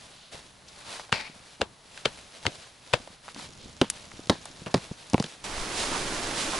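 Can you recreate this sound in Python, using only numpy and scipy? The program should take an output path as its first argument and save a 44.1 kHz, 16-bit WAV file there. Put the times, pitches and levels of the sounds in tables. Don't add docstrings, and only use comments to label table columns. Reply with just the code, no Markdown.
import sys
import numpy as np
from scipy import signal
from scipy.fft import rfft, irfft, next_fast_len
from scipy.io import wavfile
from scipy.ndimage import uniform_filter1d

SR = 44100
rng = np.random.default_rng(int(sys.argv[2]) if len(sys.argv) > 2 else 0)


def unload_audio(sound):
    columns = np.transpose(np.atleast_2d(sound))
    steps = np.round(np.clip(columns, -1, 1) * 32767)
    wavfile.write(sys.argv[1], SR, steps.astype(np.int16))


N = 290839
T = np.arange(N) / SR
BRIEF = T[:8192]
PADDED = next_fast_len(N, real=True)
HZ = np.fft.rfftfreq(PADDED, 1 / SR)
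LAKE_S = 5.44

# (frequency [Hz], correlation [0..1])
NEAR_LIKENESS = [(100, 0.97), (300, 0.73), (1200, 0.45), (2500, 0.76), (6000, 0.86), (11000, 0.62)]
LAKE_LIKENESS = [(100, 0.87), (270, 0.96), (570, 0.89), (1200, 0.66), (5000, 0.76), (11000, 0.33)]
# (frequency [Hz], left minus right [dB])
LAKE_BALANCE = [(100, -0.5), (340, -1.5), (620, -3), (1100, -4), (2000, -4.5), (3500, -2), (11000, -3)]

# (frequency [Hz], relative level [dB])
STILL_AIR = [(20, -18), (145, -2.5), (303, -16), (603, -8.5), (1260, -10.5), (2570, -15), (3930, -13.5),
             (9140, -22), (10200, -14.5), (11000, -25)]
WIND = [(10, 5), (25, 6.5), (45, -8), (70, -3), (130, -26), (300, -26), (900, -46)]
RUNNERS = [(59, -14), (110, -7.5), (220, -6), (300, -1.5), (560, -6), (900, -5.5), (1600, -8.5),
           (3000, -11), (4700, -12), (11000, -19)]
CRUNCH = [(350, -12), (600, -3), (1170, -3), (1290, -1), (1670, -7), (1980, 0), (4100, 1), (10100, -5),
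          (11000, -10)]
CLOTH = [(60, -14), (150, -13), (330, -5), (620, 2), (1100, -1), (1900, -2.5), (3000, -1.5), (4000, -0.5),
         (6000, -5.5), (9000, -9.5), (11000, -9.5)]
RUBBER_FLEX = [(30, -1.5), (70, 2.5), (130, 1), (210, 1), (330, -4.5), (600, -10.5), (1500, -76)]
SNOW_SPRAY = [(150, -2), (450, -2), (880, 12), (1300, 2.5), (1900, 9.5), (2400, 7), (3100, 4), (4500, 7.5),
              (6400, -6), (11000, -13.5)]
# (frequency [Hz], relative level [dB])
CRACK = [(700, 2), (1500, 9.5), (2100, 5), (3200, 7.5), (4400, 3.5), (5600, -3.5), (7800, -7), (11000, -20)]
SMACK = [(150, -30), (420, 1), (600, 1.5), (950, 0.5), (1300, -6), (1750, -7), (2300, -24), (5000, -80)]
THUMP = [(30, -17), (70, -5.5), (120, 0.5), (200, -5.5), (300, -9), (1000, -38)]
TREAD_CLICK = [(700, -36), (1400, 8.5), (2300, 1.5), (3300, 10), (4300, 2.5), (5600, -3), (7800, -9.5),
               (11000, -14.5)]
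AIR_CLAP = [(150, -26), (380, 4.5), (540, 2), (690, -1.5), (850, -5), (1200, -9), (1750, -17),
            (2400, -16.5), (5000, -42)]
BOOT_BODY = [(40, -8), (85, -1.5), (125, 6.5), (200, 4.5), (320, -2), (480, -7.5), (680, -11.5), (1000, -7),
             (2000, -56.5)]

# (frequency [multiple of the pitch], level [dB], decay [share of the t60])
SHAFT_MODES = [(.88, -6.5, 0.99), (1.15, -0.5, 0.33)]
WALL_MODES = [(.59, -9.5, 0.78), (1, 12, 1)]
SOLE_MODES = [(1, 0, 1), (1.4, 0, 0.67), (2.1, -9, 1), (2.7, -6.5, 0.57), (3.55, -13, 0.49)]

# (time [s], level [dB])
GUSTS = [(5.45, -45), (5.52, -41.5), (5.58, -35), (5.69, -50), (5.83, -45), (5.95, -42), (6.1, -43),
         (6.4, -49), (6.59, -45.5)]
# (time [s], half length [s], level [dB], centre [Hz])
SCRAPES = [(5.948, 0.027, -32.5, 1080), (6.545, 0.02, -32, 880)]
# (time [s], half length [s], level [dB])
CRUNCHES = [(5.449, 0.016, -37), (5.612, 0.06, -39.5), (5.807, 0.056, -30.5), (5.96, 0.079, -38),
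            (6.404, 0.05, -31), (6.545, 0.1, -38)]
# (time of peak [s], rise [s], fall [s], level [dB])
ARM_STROKES = [(.01, 0.033, 0.18, -48), (.335, 0.017, 0.058, -41.5), (.39, 0.048, 0.13, -51),
               (.975, 0.22, 0.073, -41), (1.47, 0.48, 0.13, -51.5), (2.001, 0.12, 0.23, -46.5),
               (2.21, 0.061, 0.09, -47), (2.55, 0.3, 0.17, -47), (2.97, 0.13, 0.14, -47.5),
               (3.135, 0.05, 0.035, -52.5), (3.275, 0.035, 0.052, -47), (3.42, 0.059, 0.066, -42),
               (3.95, 0.061, 0.086, -47.5), (4.37, 0.84, 0.75, -52), (4.82, 0.059, 0.07, -47.5),
               (5.26, 0.5, 0.19, -47.5)]
# (time [s], half length [s], level [dB], centre [Hz])
SWISHES = [(.232, 0.1, -54.5, 3560), (.34, 0.017, -46, 560), (.688, 0.0077, -48.5, 4700),
           (.92, 0.13, -53, 990), (3.38, 0.018, -47, 245), (3.63, 0.054, -52.5, 3750)]
# (time [s], half length [s], level [dB])
BOOT_TURNS = [(0.548, 0.19, -59.5), (3.446, 0.08, -60), (3.644, 0.067, -54)]
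# (time [s], level [dB], centre [Hz])
TICKS = [(0.997, -33.5, 920), (1.0937, -43, 850), (1.9755, -37, 2170), (3.075, -39, 680),
         (3.281, -36.5, 860), (3.287, -38, 1280), (3.346, -40.5, 3800), (3.362, -42, 860),
         (3.396, -41.5, 820), (3.844, -36, 706), (3.9005, -19.5, 8100), (3.9008, -31, 2070),
         (4.117, -41.5, 1470), (4.272, -42, 3000), (4.455, -37, 7100), (4.456, -38, 940),
         (5.099, -40, 5400), (5.2254, -34.5, 950), (5.2248, -34, 5000), (5.262, -41, 3640)]
# (time [s], level [dB], pitch [Hz])
BUMPS = [(1.296, -45, 210), (1.5997, -38.5, 270), (1.6288, -30.5, 317), (2.4779, -30.5, 318),
         (3.361, -39, 260), (4.1919, -37, 247), (4.271, -42, 266), (4.6176, -37.5, 149), (4.9128, -30, 161)]
# (time [s], half length [s], level [dB])
SNOW_SLIDES = [(1.202, 0.0065, -42), (1.267, 0.027, -52.5)]
# (time [s], crack [dB], smack [dB], thump [dB], hollow [dB], hollow pitch [Hz], wall pitch [Hz])
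SLAPS = [(1.1261, -16, -25, -24, -21, 1020, 2780), (1.612, -38, -35, -60, -27.5, 850, 2540),
         (1.616, -21.5, -24.5, -33, -17, 498, 2770), (2.0554, -21.5, -25.5, -44, -41, 566, 2260),
         (2.0579, -21.5, -37, -32, -21, 515, 3040), (2.4534, -35, -28.5, -34, -32, 664, 3130),
         (2.466, -18.5, -40, -29, -30, 560, 2110), (2.936, -19, -23, -25, -39, 564, 2440),
         (2.938, -23, -30, -38, -17, 585, 2520), (2.941, -21.5, -27, -45, -30, 587, 2540)]
# (time [s], click [dB], clap [dB], thud [dB], resting pitch [Hz],
# hollow t60 [s], loosened snow [dB], contact time [s], click brightness [frequency factor])
KNOCKS = [(3.8143, -16.5, -21, -16, 212.8, 0.057, -48, 0.0042, 0.95),
          (4.297, -16, -16, -18, 167.7, 0.062, -35, 0.0051, 1.18),
          (4.662, -36, -37, -41, 134, 0.056, -43, 0.015, 0.81),
          (4.7422, -23, -15, -17.5, 166.6, 0.064, -38, 0.0061, 1.28),
          (5.1335, -30, -27.5, -23, 190, 0.029, -71, .0035, 1.63),
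          (5.1435, -22.5, -17.5, -11.5, 179, 0.019, -69, 0.0004, 0.71),
          (5.1801, -27.5, -28, -31, 260, 0.014, -51, 0.00062, 0.71),
          (5.1992, -28, -43, -19.5, 175, 0.029, -60, 0.0046, 1.42),
          (5.2410, -30.5, -40, -37.5, 142, 0.094, -76, .004, 1.08)]


def amp(db):
    return 10 ** (np.asarray(db) / 20)


def unit_rms(x):
    return x / np.sqrt(np.mean(x ** 2) + 1e-20)


def unit_peak(x):
    return x / np.sqrt(uniform_filter1d(x ** 2, 130, mode="constant").max())


def read(points, hz):
    f, value = np.transpose(points)
    return np.interp(np.log(hz + 1), np.log(f + 1), value)


def pan(db):
    return amp(np.array([np.atleast_1d(db), -np.atleast_1d(db)]) / 2)


def add(mix, s, sound):
    part = mix[:, round(s * SR):][:, :sound.shape[1]]
    part += sound[:, :part.shape[1]]


def ramp(s, length_s):
    return np.clip((T - s) / length_s, 0, 1)


def swell(s, rise_s, fall_s):
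    return np.exp(-np.minimum(abs(T - s) / np.where(T < s, rise_s, fall_s), 10) ** 2)


def swells(rows):
    return sum(amp(db) * swell(s, half, half) for s, half, db in rows)


def wander(rate_hz):
    spectrum = rfft(rng.standard_normal(PADDED)) * np.exp(-(HZ / rate_hz) ** 2)
    return unit_rms(irfft(spectrum, PADDED)[:N])


def hump(centre_hz, octaves, depth_db=50):
    hz = np.geomspace(20, 20000, 200)
    db = -10 * np.log10(1 + (np.log2(hz / centre_hz) / octaves) ** 4)
    return np.c_[hz, np.maximum(db, -depth_db)]


def noise(colour, likeness=NEAR_LIKENESS, grain_db=0, grains_per_s=3000):
    slip = (T * grains_per_s).astype(int) % N
    size = amp(grain_db * np.minimum(rng.exponential(1, N), 5))[slip]
    left, other = rfft(rng.standard_normal((2, N)) * size, PADDED)
    shared = np.clip(read(likeness, HZ), -1, 1)
    right = shared * left + np.sqrt(1 - shared ** 2) * other
    return unit_rms(irfft(np.array([left, right]) * amp(read(colour, HZ)), PADDED)[:, :N])


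def rubs(rows, likeness):
    return sum(amp(db) * swell(s, half, half) * noise(hump(hz, octaves=0.4), likeness)
               for s, half, db, hz in rows)


def burst(colour, snap, contact_s, tail_db, tail_t60, width, steady_below_hz=1500):
    n = len(BRIEF)
    hz = abs(np.fft.fftfreq(n, 1 / SR))
    fall = np.exp(-np.minimum(BRIEF / contact_s, 10) ** 2) + amp(tail_db - 60 * BRIEF / tail_t60)
    drive = rng.standard_normal((2, n)) * fall / np.linalg.norm(fall)
    drive[0, 0] += snap
    power = uniform_filter1d(abs(np.fft.fft(drive)) ** 2, 41, mode="wrap")
    steadiness = 1 / (1 + (hz / steady_below_hz) ** 2)
    log_gain = np.log(amp(read(colour, hz))) - steadiness * np.log(power / power.mean() + 0.1) / 2
    minimum_phase = np.exp(np.conj(signal.hilbert(log_gain)))
    response = np.fft.ifft(minimum_phase).real[:, :n // 4]
    mid, side = signal.fftconvolve(drive, response, axes=1)[:, :n]
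    mid = unit_peak(mid)
    side = width * side * np.linalg.norm(mid) / np.linalg.norm(side)
    return np.array([mid + side, mid - side])


def ring(modes, hz, t60, rise_s, squeeze=0, relax_s=0.014):
    cycles = hz * np.cumsum(1 + squeeze * np.exp(-BRIEF / relax_s)) / SR
    swing = sum((-1) ** k * amp(db - 60 * BRIEF / (t60 * share)) * np.sin(2 * np.pi * ratio * cycles)
                for k, (ratio, db, share) in enumerate(modes))
    return unit_peak(swing * (1 - np.exp(-BRIEF / rise_s)))


def still_air(level_db=-57):
    return amp(level_db) * noise(STILL_AIR)


def wind():
    return amp(np.interp(T, *np.transpose(GUSTS))) * noise(WIND, LAKE_LIKENESS)


def sled(start_db=-37, glide_db=-31.5, speedup_s=0.41):
    glide = amp(start_db + (glide_db - start_db) * ramp(LAKE_S, speedup_s))
    return glide * noise(RUNNERS, LAKE_LIKENESS, grain_db=1.5) * amp(0.5 * wander(28))


def crunches():
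    return swells(CRUNCHES) * noise(CRUNCH, LAKE_LIKENESS, grain_db=1.5, grains_per_s=1700)


def lake():
    crust = sled() + crunches() + rubs(SCRAPES, LAKE_LIKENESS)
    placed = irfft(rfft(crust, PADDED) * pan(read(LAKE_BALANCE, HZ)), PADDED)[:, :N]
    return placed + wind()


def held(lift_s=3.38, lower_s=4.9, grip_s=0.12):
    return ramp(lift_s, grip_s) - ramp(lower_s, grip_s)


def rub_strength(resting_db=-62, held_db=-57):
    steady = amp(resting_db) ** 2 + (amp(held_db) * held()) ** 2
    strokes = sum((amp(db) * swell(s, rise, fall)) ** 2 for s, rise, fall, db in ARM_STROKES)
    return np.sqrt(steady + strokes)


def sleeves():
    return rub_strength() * noise(CLOTH, grain_db=2, grains_per_s=1900) * amp(1.46 * wander(23))


def crackle(level_db=-58, snaps_per_s=90, spread_db=3.5):
    onsets = rng.random(N) < snaps_per_s / SR
    sizes = amp(spread_db * np.clip(rng.standard_normal(N), -2, 2))
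    snap = burst(CLOTH, snap=0.5, contact_s=0.001, tail_db=-20, tail_t60=0.02, width=0.5)
    impulses = onsets * sizes * pan(2 * rng.standard_normal(N))
    return amp(level_db) * held() * unit_rms(signal.oaconvolve(impulses, snap, axes=1)[:, :N])


def flexing(flex_db=-61, held_db=-56, wobble_db=-47, wobble_t60=0.48):
    with_arms = amp(flex_db) * np.sqrt(unit_rms(rub_strength()))
    wobble = np.max([(T > s) * amp(wobble_db - 60 * abs(T - s) / wobble_t60) for s, *_ in SLAPS], axis=0)
    soft = np.hypot(with_arms, wobble) * noise(RUBBER_FLEX, grain_db=2.5, grains_per_s=120)
    strain = amp(held_db) * held() + swells(BOOT_TURNS)
    return soft + strain * noise(RUBBER_FLEX, grain_db=2.5, grains_per_s=140)


def handling():
    return sleeves() + crackle() + flexing() + rubs(SWISHES, NEAR_LIKENESS)


def ticks():
    out = np.zeros((2, N))
    for s, db, hz in TICKS:
        colour = hump(hz, octaves=0.7, depth_db=30)
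        tick = burst(colour, snap=0.3, contact_s=0.0025, tail_db=-9, tail_t60=0.04, width=0.26)
        add(out, s, amp(db) * tick)
    return out


def bumps(push_db=-11):
    out = np.zeros((2, N))
    for s, db, hz in BUMPS:
        push = burst(BOOT_BODY, snap=0.54, contact_s=0.0061, tail_db=0, tail_t60=0.055, width=0.08)
        hollow = ring(SOLE_MODES, hz, t60=0.015, rise_s=0.0025)
        add(out, s, amp(db) * (amp(push_db) * push + hollow))
    return out


def snow_spray(sweep_db=-28, t60=0.39, rasp_hz=2310):
    age = T - SLAPS[0][0]
    sweep = (age > 0) * amp(sweep_db - 60 * abs(age) / t60 + 1.7 * wander(89))
    slide = swells(SNOW_SLIDES)
    rasp = (slide + sweep / 2) * noise(hump(rasp_hz, octaves=0.13), grain_db=4.5)
    hiss = (sweep + amp(-3) * slide) * noise(SNOW_SPRAY, grain_db=1.5)
    return (rasp + hiss) * pan(3.7)


def loosened_snow(t60=0.15, rise_s=0.0034):
    patter = np.zeros(N)
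    for s, *_, snow_db, _, _ in KNOCKS:
        age = np.maximum(T - s, 0)
        patter += amp(snow_db - 60 * age / t60) * (1 - np.exp(-age / rise_s))
    clumps = amp(9) * noise(SMACK, grain_db=2.5, grains_per_s=1000)
    crumbs = amp(0.5) * noise(CLOTH, grain_db=5, grains_per_s=1100)
    shake = amp(5.5) * noise(BOOT_BODY)
    return patter * (clumps + crumbs + shake)


def knocks():
    out = np.zeros((2, N))
    for s, click_db, clap_db, thud_db, hz, t60, _, contact_s, brightness in KNOCKS:
        tread = np.multiply(TREAD_CLICK, [brightness, 1])
        click = burst(tread, snap=0.68, contact_s=contact_s, tail_db=-18.5, tail_t60=60 * contact_s,
                      width=0.19)
        clap = burst(AIR_CLAP, snap=0.32, contact_s=contact_s, tail_db=-10, tail_t60=0.024, width=0.07)
        body = burst(BOOT_BODY, snap=0.49, contact_s=0.0089, tail_db=17, tail_t60=1.68 * t60, width=0.049)
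        hollow = ring(SOLE_MODES, hz, t60, rise_s=0.0053, squeeze=0.38)
        thud = amp(-3) * body + amp(0.5) * hollow
        add(out, s, amp(click_db) * click + amp(clap_db) * clap + amp(thud_db) * thud)
    return (out + loosened_snow()) * pan(-0.33)


def shudder(below_smack_db=11.5, t60=0.11, centre_hz=520):
    strength = sum((T > s) * amp(smack_db - below_smack_db - 60 * abs(T - s) / t60)
                   for s, _, smack_db, *_ in SLAPS)
    return strength * noise(hump(centre_hz, octaves=0.4))


def slaps(finger_lead_s=0.0051, hollow_t60_cycles=9.7):
    out = np.zeros((2, N))
    for s, crack_db, smack_db, thump_db, hollow_db, hz, wall_hz in SLAPS:
        crack = burst(CRACK, snap=0.99, contact_s=0.0011, tail_db=-15.5, tail_t60=0.1, width=0.48)
        smack = burst(SMACK, snap=0.069, contact_s=0.0018, tail_db=-22.5, tail_t60=0.19, width=0.1)
        thump = burst(THUMP, snap=0.32, contact_s=0.0086, tail_db=-23, tail_t60=0.035, width=0.052)
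        fingers = burst(CRACK, snap=0.41, contact_s=0.0094, tail_db=-25, tail_t60=0.05, width=0.34)
        wall = ring(WALL_MODES, wall_hz, t60=0.012, rise_s=0.000063)
        hollow = ring(SHAFT_MODES, hz, hollow_t60_cycles / hz, rise_s=0.0021, squeeze=0.051)
        palm = amp(crack_db) * crack + amp(smack_db) * smack + amp(thump_db) * thump
        boot = amp(crack_db - 1.5) * wall + amp(hollow_db) * hollow
        add(out, s - finger_lead_s, amp(crack_db - 14) * fingers)
        add(out, s, palm + boot)
    return (out + shudder()) * pan(3.8)


def scene(lead_s=0.031, lead_db=-15):
    on_lake = np.maximum(T > LAKE_S, amp(lead_db) * ramp(LAKE_S - lead_s, lead_s / 2))
    air = still_air()
    cleaning = slaps() + knocks() + bumps() + ticks() + handling() + snow_spray()
    return air + (1 - on_lake) * cleaning + on_lake * lake()


def record(dry, edge_hz=11130):
    lowpass = signal.firwin(401, edge_hz, window=("kaiser", 7), fs=SR)
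    return signal.oaconvolve(dry, lowpass[None], "same", axes=1)


dry = scene()
out = record(dry)
unload_audio(out)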